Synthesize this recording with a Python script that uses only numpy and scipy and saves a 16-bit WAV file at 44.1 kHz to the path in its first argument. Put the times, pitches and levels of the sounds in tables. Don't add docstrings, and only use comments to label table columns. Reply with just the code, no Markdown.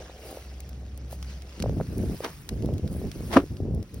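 import sys
import numpy as np
from scipy import signal
from scipy.fft import rfft, irfft, next_fast_len
from scipy.io import wavfile
from scipy.ndimage import uniform_filter1d, map_coordinates

SR = 44100
rng = np.random.default_rng(int(sys.argv[2]) if len(sys.argv) > 2 else 0)


def bounce(signal):
    frames = np.transpose(np.atleast_2d(signal))
    limited = np.clip(frames, -1, 1)
    pcm = np.round(limited * 32767).astype(np.int16)
    wavfile.write(sys.argv[1], SR, pcm)


N = 176400

def amp(db):
    return 10 ** (np.asarray(db) / 20)

def unit(x):
    return x / np.sqrt(np.mean(x ** 2) + 1e-20)

def along(points, hz):
    f, v = np.transpose(points)
    return np.interp(np.log(hz + 1), np.log(f + 1), v)

def envelope(points):
    return amp(np.interp(np.arange(N) / SR, *np.transpose(points)))

def wobble(rate):
    return map_coordinates(rng.standard_normal(int(N * rate / SR) + 4), [np.arange(N) * rate / SR])

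def filtered(x, response):
    m = next_fast_len(N + SR // 4)
    return irfft(rfft(x, m) * response(np.fft.rfftfreq(m, 1 / SR)), m)[..., :N]

def coloured(x, spectrum):
    return unit(filtered(x, lambda hz: amp(along(spectrum, hz))))

def add(track, s, sound):
    part = track[..., int(s * SR):][..., :sound.shape[-1]]
    part += sound[..., :part.shape[-1]]

def grains(rate, spread_db):
    hit = rng.random(N) < rate / SR
    size = amp(spread_db * np.minimum(rng.exponential(size=N), 4))
    return unit(hit * size * rng.standard_normal((2, N)))

def patchy(depth_db):
    spectra = signal.stft(rng.standard_normal((2, N)), nperseg=256)[2]
    flares = uniform_filter1d(rng.standard_normal(spectra.shape[1:]), size=3, axis=0)
    flares = uniform_filter1d(flares, size=6, axis=1)
    return unit(signal.istft(spectra * amp(depth_db * unit(flares)), nperseg=256)[1][:, :N])

# f/Hz, phase/rad
PORT_LEAD = [(1500, .1), (3200, 1.6), (5500, .5), (10400, 6.2), (16000, 11.7)]
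# f/Hz, coherence/0-1
PORT_COHERENCE = [(400, 1), (3600, 0.077), (7000, 0.94)]
def ports(pair):
    def mix(hz):
        turn = np.arccos(np.clip(along(PORT_COHERENCE, hz), 0, 1)) / 2
        return np.array([np.cos(turn), np.sin(turn)])
    common, apart = filtered(pair, mix)
    stereo = np.array([common + apart, common - apart])
    return filtered(stereo, lambda hz: np.exp(.5j * along(PORT_LEAD, hz) * np.array([[1], [-1]])))

# f/Hz, relative level/dB
AIR_SPECTRUM = [(20, -15.5), (55, 10), (300, -31), (1200, -20), (6000, -42), (16000, -54)]
def air():
    return amp(-55.5) * coloured(rng.standard_normal((2, N)), AIR_SPECTRUM)

# t/s, level/dB
ENGINE_LEVEL = [(0, -45), (0.38, -51.5), (0.47, -41.5), (0.82, -37.5), (1.0, -39), (1.25, -36.5),
                (1.45, -41), (1.6, -38)]
# f/Hz, relative level/dB
RUMBLE_SPECTRUM = [(25, -21), (52, 2.5), (85, 4.5), (150, 0.5), (400, -15.5), (2400, -65)]
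def engine(firing_hz=65.3, fade_s=0.14):
    t = np.arange(N) / SR
    tone = unit(np.sin(2 * np.pi * firing_hz * t + 0.087 * wobble(rate=11)))
    roar = coloured(rng.standard_normal(N), RUMBLE_SPECTRUM)
    fade = np.clip((ENGINE_LEVEL[-1][0] - t) / fade_s, 0, 1)
    return (tone + amp(-6) * roar) * envelope(ENGINE_LEVEL) * fade

# t/s, level/dB
TRAY_LEVEL = [(0, -40.5), (0.05, -52.5), (0.19, -51), (0.28, -42.5), (0.45, -57), (1.6, -56)]
# f/Hz, relative level/dB
TRAY_SPECTRUM = [(120, -9), (300, 4), (510, 5), (760, 2.5), (950, -16.5), (4000, -76)]
def barrow():
    rolling = np.arange(N) / SR < TRAY_LEVEL[-1][0]
    rattle = coloured(grains(rate=2000, spread_db=3)[0], TRAY_SPECTRUM)
    return rolling * envelope(TRAY_LEVEL) * rattle

# t/s, level/dB
RUSTLE_SWELLS = [(0, -50.5), (0.15, -54.5), (0.3, -49), (0.46, -55), (0.85, -60.5), (1.2, -58), (1.3, -49),
                 (1.44, -58), (1.58, -50.5), (1.72, -57.5), (2.28, -50), (2.42, -57), (2.85, -58),
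                 (3.28, -52), (3.75, -65), (3.95, -57)]
FIZZ_SWELLS = [(0, -61.5), (0.15, -65.5), (0.27, -48.5), (0.39, -53), (0.48, -63.5), (1.03, -72.5),
               (1.2, -61), (1.5, -64.5), (2.2, -49.5), (2.45, -57), (2.72, -63), (2.87, -63.5), (2.93, -49),
               (3.08, -57), (3.3, -48.5), (3.45, -59), (3.57, -60.5), (3.68, -73), (4, -60.5)]
# f/Hz, relative level/dB
RUSTLE_SPECTRUM = [(400, -8), (1000, 2.5), (2600, 3.5), (4000, 0), (5400, 2.5), (7500, -4), (11000, -21)]
FIZZ_SPECTRUM = [(1500, 2), (5000, -18), (8000, 2.5), (15500, 4.5)]
def straw():
    rustle = coloured(patchy(depth_db=3) + .45 * grains(rate=300, spread_db=3), RUSTLE_SPECTRUM)
    fizz = coloured(patchy(depth_db=2) + .5 * grains(rate=350, spread_db=3), FIZZ_SPECTRUM)
    return rustle * envelope(RUSTLE_SWELLS) + fizz * envelope(FIZZ_SWELLS)

# t/s, onset level/dB, low crack over high crack/dB
STALK_SNAPS = [(0.604, -33.5, -7), (0.692, -39, -7), (0.976, -38.5, -12), (1.227, -34, 7),
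               (1.421, -40.5, 16), (1.601, -32.5, 17), (1.624, -27, 23), (1.981, -33, -27),
               (2.245, -31.5, 8), (2.491, -26, 7), (2.623, -41, 6), (2.659, -38.5, -2), (2.738, -39.5, -5),
               (2.781, -40.5, 0), (2.877, -38.5, 6), (3.116, -35, 14), (3.336, -40, -9), (3.569, -43, 16),
               (3.747, -41.5, -10), (3.828, -42.5, 1), (3.943, -37, -9)]
def snaps(t60_s=0.017):
    out, t = np.zeros((2, N)), np.arange(SR // 25) / SR
    low = coloured(rng.standard_normal((2, N)), [(600, -4.5), (5500, 3.5), (12000, -12.5)])
    high = unit(np.diff(rng.standard_normal((2, N))))
    for k, (s, db, low_db) in enumerate(STALK_SNAPS):
        part, share = slice(k * len(t), (k + 1) * len(t)), amp(low_db)
        crack = (share * low[:, part] + high[:, part]) / np.hypot(1, share)
        add(out, s, amp(db - 60 * t / t60_s) * crack)
    return out

# t/s, peak level/dB, f/Hz
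SHELL_BUMPS = [(0.006, -30.5, 500), (0.022, -40, 1490), (0.097, -35, 760), (0.372, -28, 520),
               (1.128, -27.5, 600), (1.64, -18, 514), (1.66, -19, 553), (1.695, -21, 460),
               (1.801, -19.5, 620), (1.810, -19, 435), (1.811, -30.5, 1320), (2.038, -25, 400),
               (2.205, -23, 490), (2.640, -26, 338), (2.689, -23, 530), (3.016, -25.5, 416),
               (3.405, -27, 360)]
def bumps(t60_cycles=7.2):
    out, t = np.zeros(N), np.arange(SR // 25) / SR
    for s, db, hz in SHELL_BUMPS:
        cycles = hz * t
        swell = (1 - np.exp(-cycles / 0.23)) ** 2 * amp(-60 * cycles / t60_cycles)
        add(out, s, amp(db) * swell / swell.max() * np.sin(2 * np.pi * cycles))
    return out

# start t/s, end t/s, rumble level/dB, jolt level/dB
RAKE_STROKES = [(1.61, 1.815, -28.5, -37), (1.892, 1.944, -33, -39), (1.976, 2.121, -27.5, -33.5),
                (2.516, 2.626, -34, -35.5), (2.623, 2.773, -28.5, -33), (2.838, 2.858, -26.5, -38.5),
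                (2.901, 3.055, -32.5, -37.5), (3.064, 3.063, -21, -39.5), (3.163, 3.435, -34.5, -39),
                (3.515, 3.539, -32, -42.5), (3.608, 3.799, -29, -34.5), (3.935, 3.996, -38.5, -40.5)]
# f/Hz, relative level/dB
JOLT_SPECTRUM = [(90, -8), (200, 6.5), (420, 0.5), (660, -10), (1000, -28.5), (2200, -102)]
def drag(from_s=1.6, handling_db=-46, rise_s=0.075, fall_s=0.12, side_db=-15):
    t = np.arange(N) / SR
    rumble_gain, jolt_gain = amp(handling_db) * (t > from_s), np.zeros(N)
    for start, end, rumble_db, jolt_db in RAKE_STROKES:
        outside = np.maximum((start - t) / rise_s, (t - end) / fall_s)
        swell = amp(-40 * np.maximum(outside, 0))
        rumble_gain = np.maximum(rumble_gain, swell * amp(rumble_db))
        jolt_gain = np.maximum(jolt_gain, swell * amp(jolt_db))
    jolts = coloured(grains(rate=330, spread_db=3), JOLT_SPECTRUM)
    rumble = coloured(rng.standard_normal((2, N)), RUMBLE_SPECTRUM)
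    mid, side = rumble_gain * rumble + jolt_gain * jolts
    return np.array([mid + amp(side_db) * side, mid - amp(side_db) * side])

# peak t/s, level/dB, rise/s, fall/s, treble tilt/dB per octave
RAKE_SHOVES = [(1.129, -39, 0.098, 0.089, 10), (2.248, -27, 0.069, 0.12, 0), (3.338, -24, 0.079, 0.12, 1),
               (3.369, -17, 0.048, 0.099, -2.5)]
# f/Hz, relative level/dB
CRUNCH_SPECTRUM = [(110, -12), (350, 6), (1200, 0), (16000, -28)]
def shoves():
    out, t = np.zeros((2, N)), np.arange(N) / SR
    for s, db, rise, fall, tilt_db in RAKE_SHOVES:
        def colour(hz):
            return amp(along(CRUNCH_SPECTRUM, hz) + tilt_db * np.log2(hz / 1000 + .5))
        grit = patchy(depth_db=2.5) + grains(rate=900, spread_db=2)
        swell = amp(db - 56.7 * np.maximum((s - t) / rise, (t - s) / fall))
        out += swell * unit(filtered(grit, colour))
    return out

# t/s, strike level/dB, contact time/s
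RAKE_HITS = [(3.3627, 1.5, 0.0025), (3.3677, 0, 0.0006)]
# f/Hz, relative level/dB
SCOOP_MODES = [(282, -1), (350, -11), (440, -11), (535, -5), (683, -4), (765, -14.5), (981, -12),
               (1188, -3.5), (1340, -5.5), (1560, -8), (1770, -12), (2580, -14)]
def knock(t60_at_1khz_s=0.029, low_cut_hz=255, lean_db_per_octave=1.55, centred_hz=340):
    out, t = np.zeros(N), np.arange(SR // 4) / SR
    for s, db, contact_s in RAKE_HITS:
        for k, (hz, mode_db) in enumerate(SCOOP_MODES):
            t60_s = t60_at_1khz_s * (1000 / hz) ** 0.89
            strength = (-1) ** k * amp(db + mode_db) / (1 + (hz * contact_s) ** 2)
            add(out, s, strength * amp(-60 * t / t60_s) * np.sin(2 * np.pi * hz * t))
    def radiation(hz):
        high_pass = hz ** 2 / (hz ** 2 - 1j * hz * low_cut_hz - low_cut_hz ** 2)
        octaves = np.clip(np.log2((hz + 1) / centred_hz), -1, 2)
        return high_pass * amp(lean_db_per_octave * octaves * np.array([[1], [-1]]))
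    return filtered(out, radiation)

def scene():
    return ports(air() + straw() + snaps() + shoves()) + drag() + knock() + bumps() + barrow() + engine()

def record(dry):
    ceiling, top_hz = 0.92, 16050
    rounded = dry / (1 + np.abs(dry / ceiling) ** 6) ** (1 / 6)
    return filtered(rounded, lambda hz: hz < top_hz)

dry = scene()
out = record(dry)
bounce(out)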